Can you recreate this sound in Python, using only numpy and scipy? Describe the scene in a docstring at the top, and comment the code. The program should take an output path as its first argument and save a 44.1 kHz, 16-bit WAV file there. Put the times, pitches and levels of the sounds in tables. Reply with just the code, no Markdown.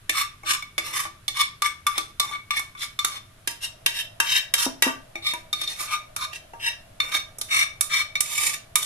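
"""A metal spoon scoops thick pudding in a bowl and spreads it on a baking tray, in a small kitchen.
The spoon lands with a clink and drags on as a gritty scrape made of many tiny slips; both ring the
dish that they touch. Twice the tray bumps the counter, and one light knock rings a low note.
A pair of microphones close above also hears the walls' short echo and the room's soft rumble."""
import sys
import numpy as np
from scipy import signal
from scipy.fft import rfft, irfft, next_fast_len
from scipy.io import wavfile

SR = 44100
rng = np.random.default_rng(int(sys.argv[2]) if len(sys.argv) > 2 else 0)


def transcribe(u):
    """Save the signal u as a 16-bit wav file named by the first command-line argument.

    u: samples, shape (n,) or (channels, n), limited to [-1, 1]; the rate is SR.
    q: integer samples, one column per channel.
    """
    v = np.clip(np.atleast_2d(u).T, -1, 1)
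    q = np.round(v * 32767).astype(np.int16)
    wavfile.write(sys.argv[1], SR, q)


N = 390285
RING_TIME = np.arange(int(.2 * SR)) / SR  # time axis of one ring [s]
SPOON_LOW_HZ, SPOON_HIGH_HZ = 5720, 10100  # the spoon's own two broad rings
LEAD_S = 0.002  # silence ahead of a ring, so that filters have room to spread it


def spoon_in_bowl():
    """The spoon clinks and scrapes as it scoops, and the bowl rings."""
    # landings; the last four levels are relative to the middle ring:
    # (time [s], middle ring [dB], dull knock [dB], low ring [dB], high ring [dB], tick [dB])
    landings = [(0.0942, -22, -17, -17.5, -3.5, -1), (0.4331, -45, -2, 0.5, -24, -9),
                (0.6233, -35, -26, -7, -5, -9.5), (0.7798, -25.5, -12.5, -8, -2, -3),
                (1.052, -39, -4.5, 6, -3.5, -6), (1.2802, -33, -13, -10.5, 9.5, 3.5),
                (1.6204, -27.5, -17, 4, 1.5, 1.5), (1.8666, -25, -26, 4.5, -1.5, 1),
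                (1.979, -32.5, -5, 3.5, 6.5, 6), (2.1975, -31.5, -10.5, 2, 11.5, 9.5),
                (2.3327, -42, -24, 4, -11, -21), (2.5066, -22.5, -37, -6, -5.5, -9.5),
                (2.5933, -47.5, 0.5, 10.5, 5, 15), (2.7503, -43.5, -26, 0.5, -16, -18),
                (2.831, -36.5, -27, -4, -8, 0), (2.9896, -30, -28, 1.5, 6.5, -1),
                (3.0463, -29, -15, 3.5, 3.5, 8), (5.1549, -31, -7.5, -19, -11, -13.5),
                (5.335, -32, -10, -8, -12, -3), (5.5286, -32.5, -13.5, -2.5, 11, 2.5),
                (5.6141, -39, -11, -4, 7, 4.5), (5.6752, -42.5, -28, -10, 16, 4),
                (6.1626, -37, -15, 4.5, -0.5, 8.5), (7.0013, -22.5, -28, -3.5, 1.5, -10),
                (7.1485, -34, -7, -10, 9.5, 1), (7.3847, -59, 6, 6, 0, 24),
                (7.4126, -43.5, -6, 1.5, 11, 16.5), (7.8089, -33, -18, -0.5, 4, 16),
                (8.1539, -24, -30.5, -16, -4.5, -11), (8.205, -30.5, -20, -8.5, 1.5, 13.5),
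                (8.7555, -25, -21.5, -3.5, 1.5, 9.5)]
    # drags; the last two levels are relative to the middle ring:
    # (firmest moment [s], rise [s], fall [s], pressure [dB], grit [dB], low ring [dB], high ring [dB])
    strokes = [(0.19, 0.067, 0.053, -19.5, -26.5, -4.5, -5), (0.52, 0.079, 0.05, -19.5, -26.5, -3.5, -1.5),
               (0.87, 0.047, 0.18, -35.5, -39.5, -7.5, -5), (0.97, 0.061, 0.12, -28, -30, -2.5, -3),
               (1.395, 0.056, .045, -19.5, -26.5, -3, 3), (1.655, 0.021, 0.03, -18, -25.5, -1.5, -2.5),
               (1.97, .05, 0.041, -29, -43.5, -13, -1), (2.245, 0.036, 0.16, -37, -44, -2, -13),
               (2.34, 0.034, 0.026, -28, -44.5, -4.5, -1.5), (2.575, 0.048, 0.035, -26.5, -34, -14, -1.5),
               (2.825, 0.059, 0.042, -29.5, -35, -6.5, 3.5), (3.15, 0.057, 0.041, -31.5, -41, -4, 2.5),
               (5.29, 0.072, 0.044, -19.5, -33, -13.5, 6), (5.62, 0.049, 0.044, -29, -37.5, -9, 6.5),
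               (5.71, 0.049, 0.093, -33, -37.5, -14.5, 0), (5.82, 0.061, 0.069, -32.5, -32, -1.5, -1),
               (5.94, 0.084, 0.029, -23.5, -33.5, 0, 0.5), (6.24, 0.063, 0.016, -23, -32, 2.5, 4),
               (7.075, 0.075, 0.12, -35, -40.5, -4.5, -15), (7.15, .04, .04, -21, -28.5, -5.5, -3),
               (7.57, 0.088, 0.084, -17.5, -25.5, -10.5, -5.5), (7.97, 0.079, 0.066, -17, -26.5, -11, 0),
               (8.43, 0.2, 0.17, -27.5, -25, -11, -2), (8.86, .07, .04, -28.5, -25.5, -3, 6)]
    # the bowl's natural notes: (pitch [Hz], level [dB], time to fade by 60 dB [s])
    notes = [(337, 5.5, 0.26), (630, 4, 0.086), (840, 6, 0.046), (1140, 2, 0.027), (1209, 20.5, 0.11),
             (1500, 0.5, 0.064), (1870, -7.5, 0.037), (2180, 1, 0.056), (2203, 2, 0.075),
             (2294, 16.5, 0.081), (2424, 3.5, 0.13), (3660, 21, 0.062), (4309, 11, 0.073),
             (5530, 2.5, 0.033), (5850, 5.5, 0.099), (6240, -2, 0.055), (6830, 2, 0.092), (8640, 5.5, 0.14),
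             (9340, -3, 0.049)]
    # the pitch rises a little as the bowl empties: (time [s], pitch [factor])
    tuning = [(0, 0.98), (2.2, 0.97), (5.3, 1.0), (8.8, 0.99)]
    return clinks(landings, notes, tuning, gain_db=30) + scrapes(
        strokes, notes, tuning, body_db=-1, hiss_db=0.5, rustle_db=-42.5, ring_db=-6,
        pocket_hz=1009, pocket_db=2.5)


def spoon_on_tray():
    """The spoon clinks and scrapes as it spreads the pudding, and the tray rings."""
    # landings, as in the bowl:
    # (time [s], middle ring [dB], dull knock [dB], low ring [dB], high ring [dB], tick [dB])
    landings = [(3.4739, -31.5, -13.5, -10.5, -0.5, 5), (3.8612, -22, -23.5, -14, -2, -1),
                (4.201, -22, -20.5, -3.5, -7, -1.5), (4.5382, -25, -18, -9.5, 1.5, 4.5),
                (4.8223, -20.5, -15.5, -10, -5, 0.5), (6.3311, -40, -18, -23, -12, -10),
                (6.5348, -50.5, 6, 4.5, -40, -8.5)]
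    # drags, as in the bowl:
    # (firmest moment [s], rise [s], fall [s], pressure [dB], grit [dB], low ring [dB], high ring [dB])
    strokes = [(3.645, .045, 0.033, -32, -36.5, -11, -1), (3.995, 0.079, 0.036, -29, -36, -15.5, 1),
               (4.35, 0.13, 0.059, -22.5, -31.5, -12.5, 2.5), (4.625, 0.062, 0.044, -28.5, -28.5, -2.5, 3),
               (4.85, .02, 0.07, -26, -40, 3, -7), (6.345, 0.032, 0.029, -35, -42, -22, -2.5),
               (6.665, 0.074, 0.047, -27, -38.5, -19, -5)]
    # the tray's natural notes: (pitch [Hz], level [dB], time to fade by 60 dB [s])
    notes = [(927.6, 18.3, 0.26), (1174.5, 12.8, 0.24), (1643, 14.4, 0.035), (1864, 2.1, 0.54),
             (1930, 13, 0.077), (2304, 7.5, 0.034), (2742, 17.4, 0.041), (3113, 18, 0.075),
             (3554, 7, 0.071), (3778, 19.4, 0.064), (5050, 12, 0.095), (5250, 1.8, 0.028),
             (5600, 6.2, 0.26), (6080, 7.2, 0.065), (7230, 2.3, 0.2)]
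    steady = [(0, 1)]
    return clinks(landings, notes, steady, gain_db=32.5) + scrapes(
        strokes, notes, steady, body_db=2.64, hiss_db=5.5, rustle_db=-50.5, ring_db=-6.5,
        pocket_hz=906, pocket_db=1)


def clinks(landings, notes, tuning, gain_db, spoon_db=4.5, spoon_width_hz=900, cushion_s=0.00087):
    """Each landing rings the dish and the hand-held spoon, and ends in a short skid."""
    out = np.zeros((2, N))
    for start, db, knock_db, low_db, high_db, tick_db in landings:
        loudest_db = max(low_db, 0, high_db)
        # a soft landing with little tick gives a purer ring
        pure_db = np.clip(loudest_db - tick_db, 0, 20) - 3
        ring = dish_ring(notes, at_time(tuning, start), pure_db)
        # the film of pudding cushions the first instant
        ring = delayed(ring * (1 - np.exp(-RING_TIME / cushion_s)))
        ring += crack()[:, :ring.shape[1]]
        # a hard landing wakes the spoon's upper ring, a soft one its lower
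        hardness = np.clip(.5 + (tick_db - loudest_db) / 20, 0, 1)
        for hz, share in ((SPOON_LOW_HZ, 1 - hardness), (SPOON_HIGH_HZ, hardness)):
            ring = shaped(ring, lambda f: share * spoon_db / (1 + ((f - hz) / spoon_width_hz) ** 2))
        ring = contact_spot(ring, db + np.array([knock_db, low_db, 0, high_db, tick_db]))
        skid_db = -43 - 168 * RING_TIME
        force = friction(len(RING_TIME)) * amp(skid_db) * (RING_TIME < 0.13)
        force[0] = 1  # the landing itself
        add(out, start - LEAD_S, amp(gain_db) * signal.fftconvolve([force], ring, axes=1))
    return out


def crack(db=-5.5, fade_s=0.00093, low_edge_hz=7040):
    """The first instant of metal on the dish is a tiny burst of bright noise."""
    burst = unit(rng.standard_normal((2, len(RING_TIME))) * np.exp(-RING_TIME / fade_s))
    return shaped(delayed(burst, 0.0025), lambda f: db - 20 * np.log10(1 + (low_edge_hz / (f + 1)) ** 2))


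def scrapes(strokes, notes, tuning, body_db, hiss_db, rustle_db, ring_db, pocket_hz, pocket_db):
    """Tiny slips shake the dish, while the sliding spoon shortens its ring."""
    edge_s, echo, pocket_width_hz = 0.0038, 0.14, 380
    out = np.zeros((2, N))
    for firmest, rise, fall, pressure_db, grit_db, low_db, high_db in strokes:
        t = np.arange(-rise, fall, 1 / SR)
        lean_db = hand_pressure(t, rise, fall)
        body_gain = amp(pressure_db + lean_db + body_db)
        hiss_gain = amp(grit_db + 1.25 * lean_db + hiss_db)
        soft_ends = np.clip(np.minimum(t + rise, fall - t) / edge_s, 0, 1)
        slips = friction(SR // 2)[:len(t)] * soft_ends
        # the pocket of air under the spoon sounds lower as the spoon presses down
        pocket_pitch = pocket_hz * (1 - 0.038 * lean_db)
        # an echo across the pocket gives overtones that bend with it
        slips = (slips + echo * np.interp(t - 1 / pocket_pitch, t, slips)) / np.hypot(1, echo)
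        pocket = resonate(resonate(slips, pocket_pitch, pocket_width_hz), pocket_pitch, pocket_width_hz)
        rub = slips + (amp(pocket_db) - 1) * pocket
        # the spoon's lower ring stands out and bends with the pressure
        whine = resonate(slips, SPOON_LOW_HZ * (1 - 0.021 * (lean_db - lean_db.mean())), width_hz=340)
        rasp = slips + (amp(3.5) - 1) * whine
        # the dull rustle in the lowest band hardly grows in a firmer stroke
        bands_db = [rustle_db - 0.82 * pressure_db, low_db, 0, high_db]
        # a gritty drag rasps; a smooth, firm one makes the dish sing
        smooth = np.pi / 2 * np.clip((pressure_db - grit_db + 0.12 * lean_db) / 12, 0, 1)
        for share, sing_db in ((np.cos(smooth), 0), (np.sin(smooth), 13)):
            ring = delayed(dish_ring(notes, at_time(tuning, firmest), ring_db + sing_db,
                                     damping=1.4, hold_s=0.0044, fade_s=0.0034))
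            body_ring = unit(contact_spot(ring, bands_db))
            body = signal.fftconvolve([rub * share * body_gain], body_ring, axes=1)
            add(out, firmest - rise, body + gritty_hiss(rasp * share * hiss_gain, ring))
    return out


def gritty_hiss(force, ring):
    """The slips stir the highest part of the dish's ring into a hiss."""
    # tone of the hiss: (frequency [Hz], level [dB])
    tone = [(3500, -68), (5200, 0.5), (7000, -1.5), (10000, 0), (12500, -3), (14000, -1.5), (15500, -23)]
    return signal.fftconvolve([force], unit(shaped(ring, lambda f: at_hz(tone, f))), axes=1)


def hand_pressure(t, rise, fall, start_db=-18, end_db=-25, flatness=2.56):
    """The hand leans in and eases off: pressure in dB against the firmest moment, at t = 0."""
    return np.where(t < 0, start_db * abs(t / rise) ** flatness, end_db * abs(t / fall) ** flatness)


def friction(size, slips_per_s=2500, uneven_db=0.5, judder_db=4, judder_hz=110):
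    """The spoon moves in tiny slips of uneven size, bunched by its judder."""
    slips = (rng.random(size) < slips_per_s / SR) * rng.choice([-1, 1], size)
    strength = amp(uneven_db * np.minimum(rng.exponential(1, size), 5))
    judder = np.interp(np.arange(size) * judder_hz / SR, np.arange(size), rng.standard_normal(size))
    return unit(slips * strength * amp(judder_db * judder)) * np.sqrt(size)


def dish_ring(notes, pitch=1, ring_db=0, damping=1, hold_s=0.0043, fade_s=0.0077, detune=0.0051):
    """A tapped object clatters for a few milliseconds, then its natural notes ring on."""
    t = RING_TIME
    clatter_fade = np.exp(-np.maximum(t - hold_s, 0) / fade_s - t / (2 * hold_s))
    out = unit(rng.standard_normal((2, len(t))) * clatter_fade)
    for hz, db, fade_60_s in notes:
        life_s = fade_60_s / damping / np.log(1000)
        # the higher the note, the more it is out of step between the microphones
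        phase = rng.random() + rng.standard_normal((2, 1)) * hz / 7000
        cycles = hz * pitch * (1 + detune * rng.standard_normal()) * t + phase
        strength = amp(db + ring_db + rng.standard_normal()) * 2 / (life_s * SR)
        out += strength * np.exp(-t / life_s) * np.sin(2 * np.pi * cycles)
    return out


def contact_spot(ring, levels_db):
    """The spot that the spoon touches decides how loud each band of the ring is."""
    # borders of the knock, low, middle, high and tick bands: (frequency [Hz])
    edges = [250, 900, 1600, 3000, 5000, 16000]
    hz = np.fft.rfftfreq(ring.shape[1], 1 / SR)
    power = np.mean(abs(rfft(ring)) ** 2, 0) * 2 / ring.shape[1]
    gains = []
    for low, high, db in zip(edges, edges[1:], levels_db):
        gain_db = db - 10 * np.log10(power[(hz > low) & (hz < high)].sum())
        gains += [(low * 1.1, gain_db), (high / 1.1, gain_db)]
    below = [(edges[0] / 8, gains[0][1] - 70), (edges[0] / 2, gains[0][1] - 32)]
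    above = [(high * 1.25, gains[-1][1] - 35)]
    return shaped(ring, lambda f: at_hz(below + gains + above, f))


def tray_bumps(gain_db=19, lead_s=0.005):
    """The heavy tray thuds on the counter, too low for the microphones to differ."""
    # bumps: (time [s], level [dB])
    bumps = [(4.665, -14.5), (4.866, -12.5)]
    # the counter's natural notes: (pitch [Hz], level [dB], time to fade by 60 dB [s])
    notes = [(266, 30.8, 0.096), (286, 17.4, 0.081), (425, 1.3, 0.22), (528, 13, 0.064), (657, 9.6, 0.15),
             (890, 7.8, 0.12), (1085, 3, 0.17)]
    # tone of a thud: (frequency [Hz], level [dB])
    tone = [(30, -65), (100, -32), (200, -5.5), (280, 1), (900, 10.5), (1600, -1), (3500, -30), (9000, -61)]
    out = np.zeros((2, N))
    for start, db in bumps:
        ring = delayed(dish_ring(notes), lead_s)
        thud = unit(shaped(ring, lambda f: at_hz(tone, f)))
        add(out, start - lead_s, amp(db + gain_db) * thud[[0, 0]])
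    return out


def ping(start_s=5.335, hz=964, db=-30, fade_60_s=0.2):
    """One light knock sets a single low note of a dish ringing."""
    out = np.zeros((2, N))
    note = amp(db - 60 * RING_TIME / fade_60_s) * np.sin(2 * np.pi * hz * RING_TIME)
    add(out, start_s, note[None])
    return out


def kitchen_echo(dry, echo_db=-6, first_echo_s=0.00047, drift_hz=0.545):
    """Hard walls add dense echoes that die faster in the treble and shift as the hands move."""
    # how long the kitchen rings: (frequency [Hz], time to fade by 60 dB [s])
    fade_times = [(250, 0.34), (800, 0.32), (2000, 0.3), (5500, 0.28), (10000, 0.2), (15000, 0.19)]
    out = dry
    for place in range(3):
        hz, t, noise = signal.stft(rng.standard_normal((2, SR // 2)), SR, nperseg=256)
        tail = signal.istft(noise * amp(-60 * t / at_hz(fade_times, hz)[:, None]), SR)[1]
        tail *= np.clip(np.arange(tail.shape[1]) / SR / first_echo_s - 1, 0, 1)
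        share = np.sqrt(2 / 3) * np.cos(np.pi * (drift_hz * np.arange(N) / SR + place / 3))
        out = out + amp(echo_db) * signal.oaconvolve(dry * share, unit(tail), axes=1)[:, :N]
    return out


def room_air(air_db=-50.5, drone_hz=640):
    """The room has a steady rumble and hiss, alike on both sides in the bass, and a faint drone."""
    # tone of the still room: (frequency [Hz], level [dB])
    tone = [(25, 7), (60, 1), (110, 7.5), (200, -4.5), (420, -11.5), (700, -22.5), (1200, -9.5),
            (2300, -14), (3500, -14.5), (5000, -20), (8000, -21), (11000, -17.5), (14000, -24),
            (15500, -30)]
    # how alike left and right are: (frequency [Hz], likeness [0 to 1])
    likeness = [(40, .998), (130, .97), (400, .6), (1000, .3), (3000, 0)]
    # the drone swells partway through: (time [s], level [dB])
    drone_levels = [(0, -69), (3.2, -65), (4, -53.5), (7, -54.5), (8.8, -55)]
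    hz = np.fft.rfftfreq(N, 1 / SR)
    left, other = rfft(rng.standard_normal((2, N)))
    same = at_hz(likeness, hz)
    right = same * left + np.sqrt(1 - same ** 2) * other
    air = irfft(np.array([left, right]) * amp(at_hz(tone, hz)), N)
    drone = resonate(rng.standard_normal((2, N)), np.full(N, drone_hz), width_hz=70)
    drone_db = at_time(drone_levels, np.arange(N) / SR)
    return np.sqrt(N) * (amp(air_db) * unit(air) + amp(drone_db) * unit(drone))


def amp(db):
    """Turns decibels into a gain."""
    return 10 ** (np.asarray(db) / 20)


def unit(x):
    """Scales each channel to an energy of one."""
    return x / np.sqrt(np.sum(x ** 2, -1, keepdims=True) + 1e-20)


def at_hz(points, hz):
    """Reads a table at a frequency, with octaves evenly spaced."""
    f, value = np.transpose(points)
    return np.interp(np.log(hz + 1), np.log(f + 1), value)


def at_time(points, seconds):
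    """Reads a table at a time."""
    return np.interp(seconds, *np.transpose(points))


def shaped(x, curve):
    """Filters x by a curve that gives dB for each frequency."""
    size = next_fast_len(x.shape[-1] + 2048)
    gain = amp(curve(np.fft.rfftfreq(size, 1 / SR)))
    return irfft(rfft(x, size) * gain, size)[..., :x.shape[-1]]


def resonate(x, hz, width_hz):
    """Keeps a narrow band of x around the moving pitch hz."""
    turn = np.exp(2j * np.pi * np.cumsum(hz) / SR)
    decay = np.exp(-np.pi * width_hz / SR)
    return 2 * (turn * signal.lfilter([1 - decay], [1, -decay], x / turn)).real


def delayed(sound, seconds=LEAD_S):
    """Puts silence ahead of a sound."""
    return np.pad(sound, ((0, 0), (int(seconds * SR), 0)))


def add(mix, start_s, sound):
    """Mixes a sound in at a given time."""
    part = mix[:, max(round(start_s * SR), 0):][:, :sound.shape[1]]
    part += sound[:, :part.shape[1]]


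def scene():
    """Bowl and tray in the kitchen; the right microphone faces the treble, the left the middle range."""
    # balance of the microphones: (frequency [Hz], left minus right [dB])
    balance = [(250, -2.5), (700, 3), (2000, 2), (3800, 0), (6500, 1), (9500, -8.5), (13000, -15.5)]
    dishes = kitchen_echo(spoon_in_bowl() + spoon_on_tray() + tray_bumps() + ping())
    sides = np.array([[-1], [1]])
    panned = shaped(dishes, lambda f: 10 * np.log10(2 / (1 + amp(sides * at_hz(balance, f)) ** 2)))
    return panned + room_air()


def record(dry):
    """The microphones dull the top treble; peaks are clipped and the very highest sound is cut off."""
    # the microphones' treble loss: (frequency [Hz], level [dB])
    treble_loss = [(12000, -1.5), (13800, -11), (15000, -18), (16000, -33)]
    heard = np.clip(shaped(dry, lambda f: at_hz(treble_loss, f)), -1, 1)
    treble_cut = signal.firwin(511, cutoff=16400, window=("kaiser", 9), fs=SR)
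    return signal.oaconvolve(heard, treble_cut[None], "same")


dry = scene()
out = record(dry)
transcribe(out)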